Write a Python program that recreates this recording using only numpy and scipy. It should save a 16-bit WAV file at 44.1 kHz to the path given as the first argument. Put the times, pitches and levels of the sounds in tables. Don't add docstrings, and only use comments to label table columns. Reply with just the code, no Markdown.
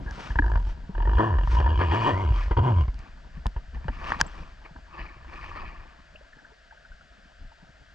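import sys
import numpy as np
from scipy import signal
from scipy.fft import rfft, irfft
from scipy.io import wavfile
from scipy.ndimage import uniform_filter1d

SR = 44100
rng = np.random.default_rng(int(sys.argv[2]) if len(sys.argv) > 2 else 0)


def wav_out(sig):
    wavfile.write(sys.argv[1], SR, np.round(np.clip(np.atleast_2d(sig).T, -1, 1) * 32767).astype(np.int16))


N = 350236
T = np.arange(N) / SR
HZ = np.fft.rfftfreq(N, 1 / SR)


def amp(db):
    return 10 ** (np.asarray(db) / 20)


def unit_rms(x):
    return x / np.sqrt(np.mean(x ** 2) + 1e-20)


def curve_at(points, hz):
    f, value = np.transpose(points)
    return np.interp(np.log(hz + 1), np.log(f + 1), value)


def glide(rows, column):
    rows = np.array(rows)
    return np.interp(T, rows[:, 0], rows[:, column])


def held(start, end, rise_s, release_s):
    fade = np.maximum(start - T, 0) / rise_s + np.maximum(T - end, 0) / release_s
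    return np.exp(-np.minimum(fade, 30))


def band(x, hz, kind, order=2):
    return signal.sosfilt(signal.butter(order, min(hz, SR / 2 - 1), kind, fs=SR, output="sos"), x)


def wander(hz):
    return unit_rms(band(rng.standard_normal(N), hz, "low", order=3))


def levelled(x, size=1900):
    power = uniform_filter1d(uniform_filter1d((x ** 2).mean(0), size), size)
    return x / np.sqrt(abs(power) + 1e-3 * power.mean())


def mottled(x, patch_db):
    spectra = signal.stft(x, nperseg=512)[2]
    patches = uniform_filter1d(rng.standard_normal(spectra.shape[1:]), 6, axis=0)
    patches = unit_rms(uniform_filter1d(patches, 3, axis=1))
    return unit_rms(signal.istft(spectra * amp(patch_db * patches), nperseg=512)[1][:, :N])


def add(mix, s, sound):
    part = mix[..., max(round(s * SR), 0):][..., :sound.shape[-1]]
    part += sound[..., :part.shape[-1]]


PORT_LEAD = [(100, 0.11), (400, -1.03), (900, -1.4), (1300, -1.07), (1800, -0.92), (2800, -1.16),
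             (6000, -0.33)]
PORT_TILT = [(100, 1.8), (500, 0.8), (1100, 2.3), (1800, 2.6), (3000, 3.5), (6000, 1.2)]
def port_gains(hz):
    side = amp(curve_at(PORT_TILT, hz) / 2) * np.exp(.5j * curve_at(PORT_LEAD, hz))
    return np.array([side, 1 / side])


def ports(x):
    return irfft(rfft(x) * port_gains(np.fft.rfftfreq(len(x), 1 / SR)), len(x))


PORT_LIKENESS = [(60, 0.98), (130, 0.65), (270, 0.98), (580, 0.5), (1220, 1.22), (2600, 0.8)]
def noise(spectrum):
    left, other = rfft(rng.standard_normal((2, N)))
    same = np.clip(curve_at(PORT_LIKENESS, HZ), 0, 1)
    side = amp(curve_at(PORT_TILT, HZ) / 2)
    right = (same * left + np.sqrt(1 - same ** 2) * other) * np.exp(-1j * curve_at(PORT_LEAD, HZ))
    return unit_rms(irfft(np.array([left * side, right / side]) * amp(curve_at(spectrum, HZ)), N))


# f/Hz, relative level/dB
RUMBLE_EQ = [(10, -14), (22, 4), (40, 0), (62, -1), (95, -17), (160, -21), (400, -45.5), (2000, -110)]
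GURGLE_EQ = [(70, -36.5), (130, 3.5), (250, 0), (380, -9.5), (650, -8), (950, -4), (2000, -52),
             (8000, -96.5)]
HISS_EQ = [(250, -19), (420, -15), (680, 2), (900, -27.5), (1200, -7.5), (1600, 1), (2200, -11.5),
           (3000, -11), (4000, -16), (4700, -14), (5800, -21), (7600, -25.5), (8800, -38.5), (13000, -61)]
FLOW = [(0, -43.5, -45.5), (.8, -44.5, -53.5), (3.25, -42.5, -58), (3.7, -40.5, -56), (4.15, -41, -47.5),
        (4.6, -52, -57), (5.5, -44, -59.5), (6.4, -57, -60.5), (7.1, -53, -62.5), (7.94, -53, -65.5)]
SURGES = [(.01, -37), (2.971, -35.5), (3.389, -36.5), (3.768, -32), (4.18, -43), (4.399, -36.5),
          (5.02, -36), (5.652, -33.5), (5.8, -39), (6.92, -44.5), (7.438, -37.5)]
def water(swell_db=3.5, lumpy_db=4.0, surge_s=0.044, surge_gurgle_db=-21, hiss_db=-58):
    surge = sum(amp(db) * np.exp(-((T - s) / surge_s) ** 2) for s, db in SURGES)
    rumble = levelled(noise(RUMBLE_EQ), size=5000)
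    rumble *= np.hypot(amp(glide(FLOW, 1) + swell_db * wander(0.73)), surge)
    gurgle = mottled(noise(GURGLE_EQ) * amp(lumpy_db * wander(12)), patch_db=4.5)
    gurgle *= np.hypot(amp(glide(FLOW, 2)), amp(surge_gurgle_db) * surge)
    return rumble + gurgle + amp(hiss_db) * noise(HISS_EQ)


SHELL_MODES = [(234, 430, -0.5), (343.5, 52, 4), (464, 37, -9.5), (610, 120, -5), (731, 61, -3),
               (1170, 200, -8), (1510, 230, -9), (2424, 110, -16.5), (2890, 150, -14.5), (3185, 260, -18),
               (3910, 190, -28.5), (4610, 310, -25.5), (5400, 230, -30.5), (5950, 510, -33),
               (7380, 230, -36), (8000, 300, -40)]
def shell_ring(bending_modes, size=2048, valley_db=-24):
    hz = np.fft.rfftfreq(size, 1 / SR)
    power = sum(amp(db) ** 2 / (1 + ((hz - f) / (.5 * width + 1)) ** 2 / 2) ** 2
                for f, width, db in SHELL_MODES + bending_modes)
    log_gain = np.log(power + amp(valley_db) ** 2 / (1 + (hz / 900) ** 6)) / 2
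    phase = -signal.hilbert(np.r_[log_gain, log_gain[-2:0:-1]]).imag[:len(hz)]
    ring = np.roll(irfft(np.exp(log_gain + 1j * phase) * port_gains(hz)), 16, axis=1)
    return ring / np.linalg.norm(ring)


BENDING_MODES = [(72, 9.5), (140, -6)]
BENDS = [(.39, 928, 1668, 17.5), (.5, 956, 1610, 4.5), (1.05, 921, 1730, 4.5), (1.25, 978, 1715, 4),
         (1.6, 958, 1745, 4.5), (1.82, 984, 1670, 3), (1.95, 953, 1854, 9.5), (2.09, 977, 1810, 8.5),
         (2.19, 974, 2152, 7.5), (2.43, 1019, 1950, -8), (2.67, 944, 2130, -2.5), (2.83, 1020, 2150, 2),
         (3.46, 952, 1756, 3), (4.12, 933, 1750, 13.5), (4.213, 967, 1590, 13)]
def pressed_ring(s, damping, detune=(1, 1)):
    times, *columns = np.transpose(BENDS)
    low_hz, high_hz, boost_db = (np.interp(s, times, column) for column in columns)
    (low_width, low_db), (high_width, high_db) = BENDING_MODES
    return shell_ring([(low_hz * detune[0], low_width * damping, low_db - 10 * np.log10(damping)),
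                       (high_hz * detune[1], high_width, high_db + boost_db)])


# t/s, ring peak/dB, sway/dB, crack gain/dB, contact/s
KNOCKS_AND_CATCHES = [(0.061, -32, -24.5, -61, 0.055), (.11, -34.5, -26, -28, 0.0031),
                      (.303, -27.5, -19, -51, 0.018), (0.356, -21, -15.5, -57, 0.011),
                      (0.388, -8.5, -35, -48, 0.0015), (0.39, -10.5, -15, -53, 0.005),
                      (0.556, -21, -11.5, -48, 0.0079), (0.517, -24.5, -43, -62, 0.0034),
                      (1.023, -26.5, -29, -65, 0.0044), (1.181, -19, -28, -52, 0.014),
                      (1.385, -20, -39, -57, 0.0081), (1.474, -20, -16, -42, 0.0046),
                      (1.603, -20, -42, -31, 0.0056), (1.663, -18, -30, -48.5, 0.0084),
                      (1.812, -13, -39, -49, 0.0091), (1.92, -16.5, -48, -37, 0.0028),
                      (2.509, -18, -13.5, -64, 0.025), (2.567, -19, -24, -52, 0.014),
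                      (2.88, -31.5, -16, -38, 0.015), (2.943, -50, -34, -41, .003),
                      (2.991, -46, -31.5, -36, 0.0046), (3.457, -19.5, -15.5, -56, 0.012),
                      (3.467, -30, -36, -19, 0.0025), (3.562, -28, -19.5, -59, 0.02),
                      (3.843, -36, -39, -46, .0057), (3.882, -20.5, -21.5, -38, 0.012),
                      (4.12, -8.5, -33, -46, 0.0025), (4.2126, -4, -24, -5, 0.00092),
                      (4.761, -36.5, -39, -65, 0.0081), (5.246, -36.5, -58, -54, 0.0047),
                      (5.43, -35.5, -47, -48, .003)]
def knocks_and_catches(sway_hz=42, snap_hz=70, sway_s=0.0093, crack_hz=5000, crack_s=0.00063):
    out, t = np.zeros((2, N)), np.arange(SR // 6) / SR
    age = t / sway_s
    sway_pitch = sway_hz + snap_hz * np.exp(-2 * age)
    sway = -np.sin(2 * np.pi * np.cumsum(sway_pitch) / SR) * age * np.exp(1 - age)
    for s, ring_db, sway_db, crack_db, contact_s in KNOCKS_AND_CATCHES:
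        sharpness = 0.0048 / contact_s
        jolt = (t == 0) + .15 * rng.standard_normal(len(t)) * np.exp(-t / contact_s)
        thin = band(jolt, 420 * sharpness ** 0.41, "high", order=3)
        jolt = band(thin + amp(-12) * jolt, 3300, "low")
        ring = signal.fftconvolve(jolt[None], pressed_ring(s, damping=1.06), axes=1)[:, :len(t)]
        ring *= 1 - np.exp(-t / (0.074 * contact_s))
        ring *= np.exp(-t / (contact_s + 0.0026))
        crack = 0.49 * np.sin(2 * np.pi * crack_hz * t) + rng.standard_normal(len(t))
        crack = band(crack * np.exp(-t / crack_s), 2500, "high", order=3)
        crack = band(crack, 5400 * sharpness ** 0.14, "low", order=4)
        crack = (ports(crack) + crack) / 2
        add(out, s, amp(ring_db) * ring / abs(ring).max() + amp(crack_db) * crack + amp(sway_db) * sway)
    return out


# f/Hz, relative level/dB
RUB_EQ = [(200, -13), (290, -9.5), (338, 4), (420, -9.5), (740, -5), (950, 1.5), (1170, 6.5), (1420, -9.5),
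          (1620, -12.5), (1745, 2.5), (2080, -10.5), (2400, -2), (3000, -14.5), (3600, -26.5),
          (4800, -19.5), (6800, -55), (10000, -82)]
FIZZ_EQ = [(400, -9), (1500, -3), (2200, -12.5), (3000, -11), (4000, -18), (5200, -18), (6300, -23),
           (7000, -30), (8000, -31.5), (9500, -45), (12000, -56)]
SLIDES = [(0.212, 0.042, 0.091, 0.073, -49, -41.5), (0.698, 0.013, 0.04, 0.02, -60, -49.5),
          (1.513, 0.044, 0.04, 0.049, -47, -42), (1.811, 0.016, 0.016, 0.015, -30, -58),
          (1.926, 0.17, 0.042, 0.022, -34.5, -64), (2.358, 0.086, 0.026, 0.057, -41.5, -46.5),
          (2.981, 0.078, 0.0091, .05, -53.5, -62), (3.352, 0.019, .02, .02, -54, -68),
          (3.745, .012, .006, 0.0089, -50, -64), (4.1, 0.012, 0.085, .05, -33, -42),
          (4.206, 0.0018, 0.0056, 0.0025, -28.5, -28.5), (4.265, 0.13, 0.058, 0.11, -51.5, -52.5),
          (4.651, .012, .005, .012, -47.5, -68), (4.994, 0.018, 0.045, 0.081, -39, -63),
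          (5.342, 0.16, 0.056, 0.083, -43, -54), (5.576, .02, 0.022, 0.18, -41.5, -66)]
def slides(grain_db=2.0, catch_db=1.1):
    grip = unit_rms(amp(grain_db * wander(380) + catch_db * wander(26)))
    body = mottled(noise(RUB_EQ), patch_db=3.5)
    fizz = noise(FIZZ_EQ)
    out = np.zeros((2, N))
    for s, hold, rise, release, body_db, fizz_db in SLIDES:
        out += held(s, s + hold, rise, release) * (amp(body_db) * body + amp(fizz_db) * fizz)
    return grip * out


# t/s, gain/dB, f/Hz
PLOPS_AND_THUMPS = [(0.393, -14, 295), (0.892, -21.5, 185), (.892, -35, 405), (2.578, -19.5, 456),
                    (3.369, -31.5, 150), (3.465, -25, 190), (3.852, -21.5, 149), (3.896, -28.5, 246),
                    (4.216, -22, 124), (4.266, -39.5, 7400), (4.656, -40, 2290), (4.66, -42, 640),
                    (4.709, -37, 150), (6.157, -36, 2770), (6.15, -40.5, 596), (6.21, -40.5, 574),
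                    (6.33, -39, 1740), (6.388, -41, 1680), (6.449, -35, 1530), (6.519, -45.5, 423),
                    (6.709, -37, 1580), (6.723, -38.5, 870), (6.773, -41, 1566), (6.85, -37.5, 1500),
                    (6.918, -38, 1470), (7.009, -41, 1370), (7.518, -41.5, 890)]
def plops_and_thumps(decay_s=0.007, rise=0.022, tremble=.075, faint_db=-56, faint_count=60):
    out, t = np.zeros(N), np.arange(SR // 8) / SR
    faint_bubbles = [(when * N / SR, faint_db + 6 * level, 550 * 4 ** pitch)
                     for when, level, pitch in rng.random((faint_count, 3))]
    for s, db, hz in PLOPS_AND_THUMPS + faint_bubbles:
        age = t / decay_s * (hz / 500) ** 0.19
        shake = unit_rms(uniform_filter1d(rng.standard_normal(len(t)), 70)) / np.hypot(1, hz / 2000)
        phase = 2 * np.pi * np.cumsum(hz * (1 + rise * np.tanh(age) + tremble * shake)) / SR
        add(out, s, amp(db) * np.sin(phase) * np.exp(-age) * (1 - np.exp(-3.5 * age)))
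    return ports(out)


def slip(s, rate, scrape=0.24, scrape_cycles=0.21, drag=0.44, bend_scatter=0.018, uneven_db=1.0):
    t = np.arange(int(1.3 * SR / rate)) / SR
    age = t * rate / scrape_cycles
    damping = max(rate / 60, 1) ** 0.31
    ring = pressed_ring(s, damping, detune=1 + bend_scatter * rng.standard_normal(2))
    pressure = np.sqrt(age) * np.exp(-age ** 2) + drag * rate / 100 * np.hanning(len(t)) / 2
    grit = band(scrape * pressure * rng.standard_normal(len(t)), 450, "high")
    tap = band(1. * (t == 0), 850, "low") * amp(4)
    sound = signal.fftconvolve((tap + grit)[None], ring, axes=1)
    cycles = np.arange(sound.shape[1]) / SR * rate
    attack = 1 - np.exp(-(cycles / .065) ** 2)
    return amp(uneven_db * rng.standard_normal()) * attack * sound


# t/s, slip rate/Hz, ring/dB, rasp/dB
SLOW_CREAK = [(0.4205, 56, -35.5, -67), (0.46, 46, -34.5, -59), (0.48, 57.8, -35.5, -61),
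              (0.53, 49.7, -38.5, -62), (0.552, 61, -34, -64), (0.578, 39.4, -37.5, -61.5),
              (0.635, 39.0, -55.5, -66), (0.665, 53, -44, -62), (0.73, 21, -56, -70.5)]
RISING_CREAK = [(0.9485, 33.1, -43, -63), (0.99, 43.1, -36.5, -57), (1.035, 37.33, -35.5, -59),
                (1.08, 50.67, -32.5, -56.5), (1.172, 54.07, -35, -48.5), (1.197, 107.2, -19, -44.5),
                (1.27, 115, -27.5, -49), (1.32, 91.8, -32, -57), (1.36, 64.1, -35.5, -57),
                (1.39, 42.5, -38.5, -61), (1.45, 46.3, -38.5, -50)]
LONG_CREAK = [(1.497, 69.65, -51, -68), (1.53, 55.25, -33, -58), (1.58, 53.22, -28.5, -42.5),
              (1.61, 87.3, -28.5, -51), (1.635, 54, -36, -50), (1.67, 63.65, -28.5, -52),
              (1.7, 79.44, -32.5, -43.5), (1.735, 78.92, -33.5, -51.5), (1.765, 49.43, -37, -44.5),
              (1.815, 94.93, -25, -45.5), (1.85, 85.5, -31, -43), (1.9, 70.3, -35.5, -45),
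              (1.935, 91.8, -23, -34), (1.99, 119.4, -29, -39.5), (2.04, 105.3, -25.5, -35),
              (2.085, 147.9, -19.5, -34), (2.145, 88.6, -30.5, -43), (2.22, 101.9, -30.5, -43),
              (2.26, 78, -35.5, -46.5), (2.34, 48.46, -40, -50.5), (2.42, 37.4, -50, -55),
              (2.48, 51.3, -49, -67)]
LAST_CREAK = [(2.572, 62.2, -27, -43.5), (2.588, 143.2, -23.5, -43.5), (2.608, 72, -34, -56.0),
              (2.635, 129.9, -29.5, -48), (2.685, 128.2, -24.5, -46), (2.745, 93, -36, -54),
              (2.81, 79.6, -35, -46.5), (2.865, 48.6, -52.5, -63)]
# automation, base push/dB, slip rate of widest sway/Hz, sheen relative to rasp/dB
CREAKS = [(SLOW_CREAK, -20.5, 46, -5), (RISING_CREAK, -17.5, 54.8, -15), (LONG_CREAK, -18, 54, -17.5),
          (LAST_CREAK, -18.5, 78.4, -15.5)]
def creak(course, push_db, sway_hz, sheen_db, jitter_cycles=.03, wobble_db=2.0, octave_drop_db=11):
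    rate, ring_db, rasp_db = (glide(course, column) for column in (1, 2, 3))
    start, end = course[0][0], course[-1][0]
    cycles = np.cumsum(rate) / SR
    cycles += jitter_cycles * wander(50) - np.interp(start, T, cycles)
    slips = np.zeros((2, N))
    for s in np.interp(np.arange(np.interp(end, T, cycles)), cycles, T):
        add(slips, s, slip(s, np.interp(s, T, rate)))
    ring = levelled(band(slips, 2140, "low", order=8))
    treble = band(slips, 2270, "high", order=8)
    sheen = levelled(band(band(treble, 3570, "high", order=10), 8100, "low", order=8))
    rasp = levelled(band(treble, 3440, "low", order=10)) + amp(sheen_db) * sheen
    angle = 2 * np.pi * (cycles + 0.039)
    overtones = sum(np.sin(k * angle) / (k - 1) for k in range(2, 5))
    bow = 0.066 * np.cos(2 * angle) - np.cos(angle) + 0.044 * rate / 100 * overtones
    follow_db = 0.27 * (ring_db + 34)
    sway_db = push_db + follow_db - octave_drop_db * np.log2(rate / sway_hz) ** 2
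    push = unit_rms(bow * amp(wobble_db * wander(52))) * amp(sway_db)
    return held(start, end, 0.0036, 0.014) * (push + amp(ring_db) * ring + amp(rasp_db) * rasp)


def scene():
    mix = water() + knocks_and_catches() + slides() + plops_and_thumps()
    return mix + sum(creak(*row) for row in CREAKS)


def record(dry, low_cut_hz=24, high_cut_hz=15000):
    taps = signal.firwin(255, high_cut_hz, window=("kaiser", 8), fs=SR)
    return signal.oaconvolve(band(dry, low_cut_hz, "high", order=1), taps[None], "same")


dry = scene()
out = record(dry)
wav_out(out)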